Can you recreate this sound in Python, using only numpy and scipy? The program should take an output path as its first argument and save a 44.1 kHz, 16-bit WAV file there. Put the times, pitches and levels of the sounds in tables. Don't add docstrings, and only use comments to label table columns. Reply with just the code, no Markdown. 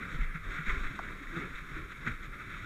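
import sys
import numpy as np
from scipy import signal
from scipy.io import wavfile
from scipy.ndimage import uniform_filter1d

SR = 44100
rng = np.random.default_rng(int(sys.argv[2]) if len(sys.argv) > 2 else 0)


def generate_wav(sig):
    pcm = np.round(np.clip(np.atleast_2d(sig).T, -1, 1) * 32767).astype(np.int16)
    wavfile.write(sys.argv[1], SR, pcm)


def decibels_to_gain(level_db):
    exponent = np.asarray(level_db, float) / 20
    return 10 ** exponent


N = 116865
TIME_S = np.arange(N) / SR


def evened(x):
    return x / np.sqrt(np.mean(x ** 2) + 1e-20)


def read(points, hz):
    f, value = np.transpose(points)
    return np.interp(np.log(hz + 1), np.log(f + 1), value)


def add(mix, s, sound):
    part = mix[max(round(s * SR), 0):][:len(sound)]
    part += sound[:len(part)]


def drifting(n, size):
    smooth = uniform_filter1d(rng.standard_normal(n), size=size)
    return evened(uniform_filter1d(smooth, size=size))


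def patchy(x, gain, patch_db, size=512):
    overlap = size * 3 // 4
    hz, _, z = signal.stft(x, SR, nperseg=size, noverlap=overlap)
    patches = uniform_filter1d(rng.standard_normal(z.shape), size=3, axis=0)
    patches = evened(uniform_filter1d(patches, size=20, axis=1))
    z = z * gain(hz)[:, None] * decibels_to_gain(patch_db * patches)
    return evened(signal.istft(z, SR, nperseg=size, noverlap=overlap)[1][:N])


def modes(table):
    return lambda hz: np.sqrt(sum((decibels_to_gain(db) / (1 + (2 * (hz - f) / w) ** 2)) ** 2 for f, w, db in table))


def swing(s, hz, db, half):
    t = TIME_S - s
    return decibels_to_gain(db) * np.exp(-(t / half) ** 2) * np.cos(2 * np.pi * hz * t)


def struck(t, hz, db, t60, rise_s):
    return decibels_to_gain(db - 60 * t / t60) * np.minimum(t / rise_s, 1) * np.sin(2 * np.pi * hz * t)


def jet_force():
    # time in seconds, level in dB, tilt of the fine spray in dB.
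    jet_path = [(0.0, -43, -2.5), (0.31, -48, -3.5), (0.55, -56.5, 6), (0.71, -43.5, 2.5), (0.94, -46.5, 2),
                (1.11, -49, 3.5), (1.59, -48.5, 2), (1.74, -52.5, 4), (1.87, -49, 1.5), (2.32, -51.5, 0.5),
                (2.65, -46, 2)]
    # centre in seconds, level in dB, half width in seconds, fine spray in dB.
    surges = [(.02, -54, 0.038, 0), (.14, -45, 0.036, 6.5), (0.228, -43.5, 0.027, -1),
              (0.364, -44.5, 0.017, -9), (.47, -48, 0.036, 1.5), (0.544, -42, 0.042, 4.5),
              (0.593, -40.5, 0.029, -15), (.668, -42, 0.019, -5), (.702, -35.5, .024, 1.5),
              (.75, -42.5, 0.026, -17), (.81, -49, 0.037, 6), (0.858, -40.5, 0.023, -4),
              (0.962, -47.5, 0.0087, 6), (1.055, -44, 0.032, -3), (1.118, -47, 0.022, -1),
              (2.035, -45.5, 0.018, 0.5), (1.379, -41.5, 0.04, 2), (1.35, -56, 0.016, -4),
              (1.431, -42, 0.023, -26), (1.576, -43.5, 0.028, 1), (1.71, -48.5, 0.028, 3),
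              (1.77, -43.5, 0.038, -2.5), (1.92, -45, 0.0086, 5.5), (.16, -50, .01, 10),
              (1.39, -53, .03, 8), (2.09, -42.5, .02, -6), (1.82, -49.5, 0.016, -1),
              (2.235, -50.5, .006, 7), (2.077, -32.5, 0.011, -1.5), (2.118, -44.5, 0.028, 1.5),
              (2.247, -46, 0.02, 3.5), (2.348, -45.5, 0.016, -2), (2.411, -43.5, 0.016, -5),
              (2.52, -46.5, 0.049, -0.5), (2.61, -56, 0.025, -6)]
    fall_over_rise = 0.96
    s, db, tilt_db = np.transpose(jet_path)
    body = decibels_to_gain(np.interp(TIME_S, s, db)) ** 2
    fine = body * decibels_to_gain(np.interp(TIME_S, s, tilt_db)) ** 2
    for at, top_db, half, fine_db in surges:
        width = half * np.where(TIME_S > at, fall_over_rise, 1)
        swell = decibels_to_gain(top_db) ** 2 * np.exp(-((TIME_S - at) / width) ** 2)
        body = body + swell
        fine = fine + swell * decibels_to_gain(fine_db) ** 2
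    return np.sqrt(body), np.sqrt(fine)


def water():
    drops_per_s, drop_spread_db, drop_share, flicker_db = 3000, 2, .25, 1
    drops = decibels_to_gain(drop_spread_db * np.minimum(rng.exponential(1, N), 3.5))
    drops = drops * (rng.random(N) < drops_per_s / SR)
    drops = drops * rng.choice([-1., 1.], N)
    flicker = decibels_to_gain(flicker_db * drifting(N, 500))
    hiss = rng.standard_normal(N)
    return flicker * (np.sqrt(drop_share) * evened(drops) + np.sqrt(1 - drop_share) * hiss)


def spray(body, fine):
    # pitch in Hz, width in Hz, level in dB.
    body_modes = [(1204, 33, -2), (1389, 183, 2.5), (1644, 355, -1.5), (2035, 370, -1.5), (2276, 190, -3),
                  (2572, 144, -10.5)]
    # pitch in Hz, width in Hz, level in dB.
    fine_modes = [(3334, 420, -4.5), (3681, 437, 1), (5570, 340, -12.5), (6380, 330, -17),
                  (6710, 530, -12.5), (7650, 840, -18), (9740, 1300, -28.5), (13100, 2700, -32.5)]
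    patch_db, fine_level_db = 1, -17.5
    x = water()
    low = body * patchy(x, modes(body_modes), patch_db)
    high = fine * patchy(x, modes(fine_modes), patch_db)
    return low + decibels_to_gain(fine_level_db) * high


def wash(body):
    # frequency in Hz, density in dB per Hz.
    wash_spectrum = [(8.8, -30), (15, 4.5), (34, -4.5), (108, -14.5), (170, -12), (226, -18), (368, -18.5),
                     (871, -38), (1100, -21.5), (1430, -47), (2420, -120)]
    # time in seconds, level in dB.
    drag = [(0.0, -56), (0.43, -64), (0.46, -55), (0.66, -64), (0.69, -54), (0.8, -57.5), (1.13, -56),
            (1.22, -60), (1.42, -52.5), (1.58, -62.5), (1.81, -55.5), (1.97, -63), (2.08, -52.5),
            (2.13, -61.5), (2.63, -60), (2.65, -57)]
    wash_db, follows_jet, patch_db = -45.5, 0.31, 1.5
    deep_hz, deep_db = 63, -3

    def colour(hz):
        return decibels_to_gain(read(wash_spectrum, hz)) * (hz < 1300) * (hz > 10)

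    low = patchy(rng.standard_normal(N), colour, patch_db, size=2048)
    deep = signal.sosfiltfilt(signal.butter(2, deep_hz, fs=SR, output="sos"), low)
    effort = evened(body ** follows_jet * decibels_to_gain(np.interp(TIME_S, *np.transpose(drag))))
    return decibels_to_gain(wash_db) * ((low - deep) * effort + decibels_to_gain(deep_db) * deep)


def microphone_hiss(dry):
    # frequency in Hz, density in dB per Hz.
    hiss_spectrum = [(400, 0), (900, -28), (4500, -7), (9000, -8), (14500, -11), (15300, -12), (15700, -20),
                     (15800, -70)]
    hiss_db, follows_level = -69, 0.082
    hiss = patchy(rng.standard_normal(N), lambda hz: decibels_to_gain(read(hiss_spectrum, hz)), 0.63)
    loud = abs(uniform_filter1d(np.diff(dry[0], prepend=0) ** 2, size=400)) + 1e-12
    return decibels_to_gain(hiss_db) * hiss * evened(loud ** follows_level)


def jolts():
    # centre in seconds, peak in dB, pitch in Hz, half width in seconds.
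    jolt_list = [(0.061, -45.5, 43, 0.11), (.175, -35, 25, 0.043), (0.213, -23, 34.5, 0.017),
                 (0.244, -30.5, 24, 0.018), (0.288, -31, 25, 0.038), (.497, -32.5, 34, 0.028),
                 (0.556, -42, 21, 0.17), (0.688, -34.5, 49, 0.014), (0.73, -24, 29, 0.014),
                 (0.778, -28, 29, 0.012), (0.816, -27.5, 27, 0.016), (0.861, -28, 14.4, 0.032),
                 (1.018, -48, 31, 0.048), (1.103, -39, 18, 0.025), (1.292, -42, 26.5, 0.075),
                 (1.551, -37, 17, 0.021), (1.78, -43, 23.5, 0.093), (1.028, -46.5, 90, 0.012),
                 (2.631, -42, 110, 0.014), (0.449, -44, 95, 0.029), (2.117, -33.5, 48, 0.012),
                 (2.153, -36, 28, 0.028), (2.202, -43.5, 32, 0.035), (2.298, -45.5, 34, 0.067),
                 (0.411, -44, 54, 0.017), (1.075, -44.5, 56, 0.014), (1.151, -47, 47, .015),
                 (1.505, -44, 50, .015), (1.745, -40, 45, 0.016), (1.853, -42, 50, 0.01),
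                 (2.03, -42, 38, 0.017), (2.359, -45.5, 59, .015), (2.55, -45.5, 60, 0.013),
                 (0.779, -39, 67, 0.014), (1.62, -44.5, 39, 0.018)]
    return -sum(swing(s, hz, db, half) for s, db, hz, half in jolt_list)


def slaps():
    # start in seconds, pitch in Hz, level in dB,
    # 60 dB decay in seconds.
    slap_list = [(.7025, 1750, -38, 0.026), (2.0706, 1425, -24.5, .015), (2.0738, 2050, -27, 0.019),
                 (.1166, 1430, -35, .015), (.2134, 1270, -41, 0.014), (.2658, 2030, -43, .015),
                 (.3431, 1400, -37, 0.017), (.5053, 2330, -36, .015), (.5322, 2050, -33, 0.017),
                 (.5457, 1440, -29, 0.023), (.5841, 1400, -34, 0.022), (.6639, 2030, -43, .02),
                 (.6823, 2170, -24.5, 0.02), (.7941, 1350, -37, .015), (.838, 1198, -38, 0.024),
                 (1.271, 1870, -31.5, 0.019), (1.3428, 1484, -36, .015), (1.3733, 1290, -30.5, 0.029),
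                 (1.9051, 1580, -37, .015), (1.918, 1600, -33, 0.013), (2.2283, 1380, -41, 0.013),
                 (2.4124, 1397, -35, .015), (2.0855, 1720, -25.5, 0.017),
                 (.6949, 2040, -17.5, .012),
        (.6872, 1750, -26, .01),
        (.7035, 2150, -30, .05),
    ]
    out, t = np.zeros(N), np.arange(0, .1, 1 / SR)
    for s, hz, db, t60 in slap_list:
        add(out, s, struck(t, hz, db, t60, rise_s=.001))
    return out


def bumps():
    # start in seconds, peak in dB, pitch in Hz, 60 dB decay in seconds.
    bump_list = [(.14, -38.5, 134, 0.071), (.18, -43, 224, 0.1), (0.21, -41, 142, 0.15),
                 (.34, -36.5, 157, 0.18), (0.58, -37.5, 153, 0.18), (0.66, -42, 201, 0.12),
                 (0.739, -45.5, 155.3, 0.26), (0.75, -43.5, 255, 0.054), (0.89, -44.5, 265, 0.13),
                 (0.932, -43, 183, 0.041), (1.325, -43.5, 330, 0.12), (1.399, -51.5, 412, 0.13),
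                 (1.46, -44.5, 425, 0.064), (1.385, -42, 277, 0.13), (1.1, -48.5, 305, 0.11),
                 (.8, -45.5, 200, 0.14), (0.12, -46.5, 280, .1), (1.41, -45, 390, .12),
                 (1.2, -44.5, 280, 0.11), (0.9, -43, 135, 0.14), (.29, -46.5, 140, .1),
                 (1.5, -45, 253, 0.056), (1.709, -45.5, 139, 0.32), (1.759, -40.5, 311, 0.18),
                 (1.802, -42.5, 140, 0.14), (1.977, -47, 129, 0.23), (2.064, -35.5, 123, 0.21),
                 (2.066, -38, 230, 0.14), (2.267, -44, 127, 0.099), (2.457, -43.5, 103, 0.16)]
    rise_s, sag, sag_s, rough = .014, .08, .012, .25
    out, t = np.zeros(N), np.arange(0, .3, 1 / SR)
    rise = np.sin(np.pi / 2 * np.minimum(t / rise_s, 1)) ** 2
    for s, db, hz, t60 in bump_list:
        edge = 1 + rough * drifting(len(t), 200)
        pitch = hz * (1 + sag * np.exp(-t / sag_s))
        ring = np.sin(2 * np.pi * np.cumsum(pitch) / SR) * edge
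        fall = decibels_to_gain(db - 60 * np.maximum(t - rise_s, 0) / t60)
        add(out, s, fall * rise * ring)
    return out


def rebounds():
    # centre in seconds, peak in dB, half width in seconds.
    pushes = [
        (0.87, -37, 0.0061),
        (0.69, -22, 0.0062),
        (1.1, -36, 0.0067),
        (0.26, -39, 0.0039),
        (.15, -32.5, 0.0046),
        (2.8, -41, 0.0088),
    ]
    return sum(swing(s, 0, db, half) for s, db, half in pushes)


def buckle():
    out, t = np.zeros(N), TIME_S[:SR // 3]
    add(out, .695, struck(t, hz=1045, db=-46, t60=.3, rise_s=.0025))
    return out


def click():
    # centre in seconds, pitch in Hz, level in dB, half width in seconds.
    bounces = [
        (.9918, 1340, -24.5, .0009),
        (.99375, 1200, -29, .001),
        (.9962, 850, -32, .001),
        (.999, 700, -38, .0016),
        (.9926, 5600, -55, .001),
        (.9912, 4800, -56, .0008),
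        (.9912, 6500, -57, .0008),
    ]
    return sum(swing(*bounce_row[:2], *bounce_row[2:]) for bounce_row in bounces)


def judders():
    # centre in seconds, peak in dB, slips per second, half width in seconds.
    strap_slips = [
        (1.3791, -33, 164, .015),
        (1.45, -40.5, 175, 0.013),
    ]
    overtones_db = [0, -8.5, -18]
    return sum(swing(s, (k + 1) * hz, db + fall_db, half)
               for s, db, hz, half in strap_slips for k, fall_db in enumerate(overtones_db))


def scene():
    body, fine = jet_force()
    jet = spray(body, fine) + wash(body) + slaps()
    helmet = jolts() + rebounds()
    gear = bumps() + buckle() + click() + judders()
    return (jet + helmet + gear)[None]


def low_pass(x):
    return signal.sosfilt(signal.butter(12, 15660, fs=SR, output="sos"), x)


def record(dry):
    heard = dry + microphone_hiss(dry)
    edge_hz = 15760
    heard = signal.sosfiltfilt(signal.butter(12, edge_hz, fs=SR, output="sos"), heard)
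    return low_pass(heard)


dry = scene()
out = record(dry)
generate_wav(out)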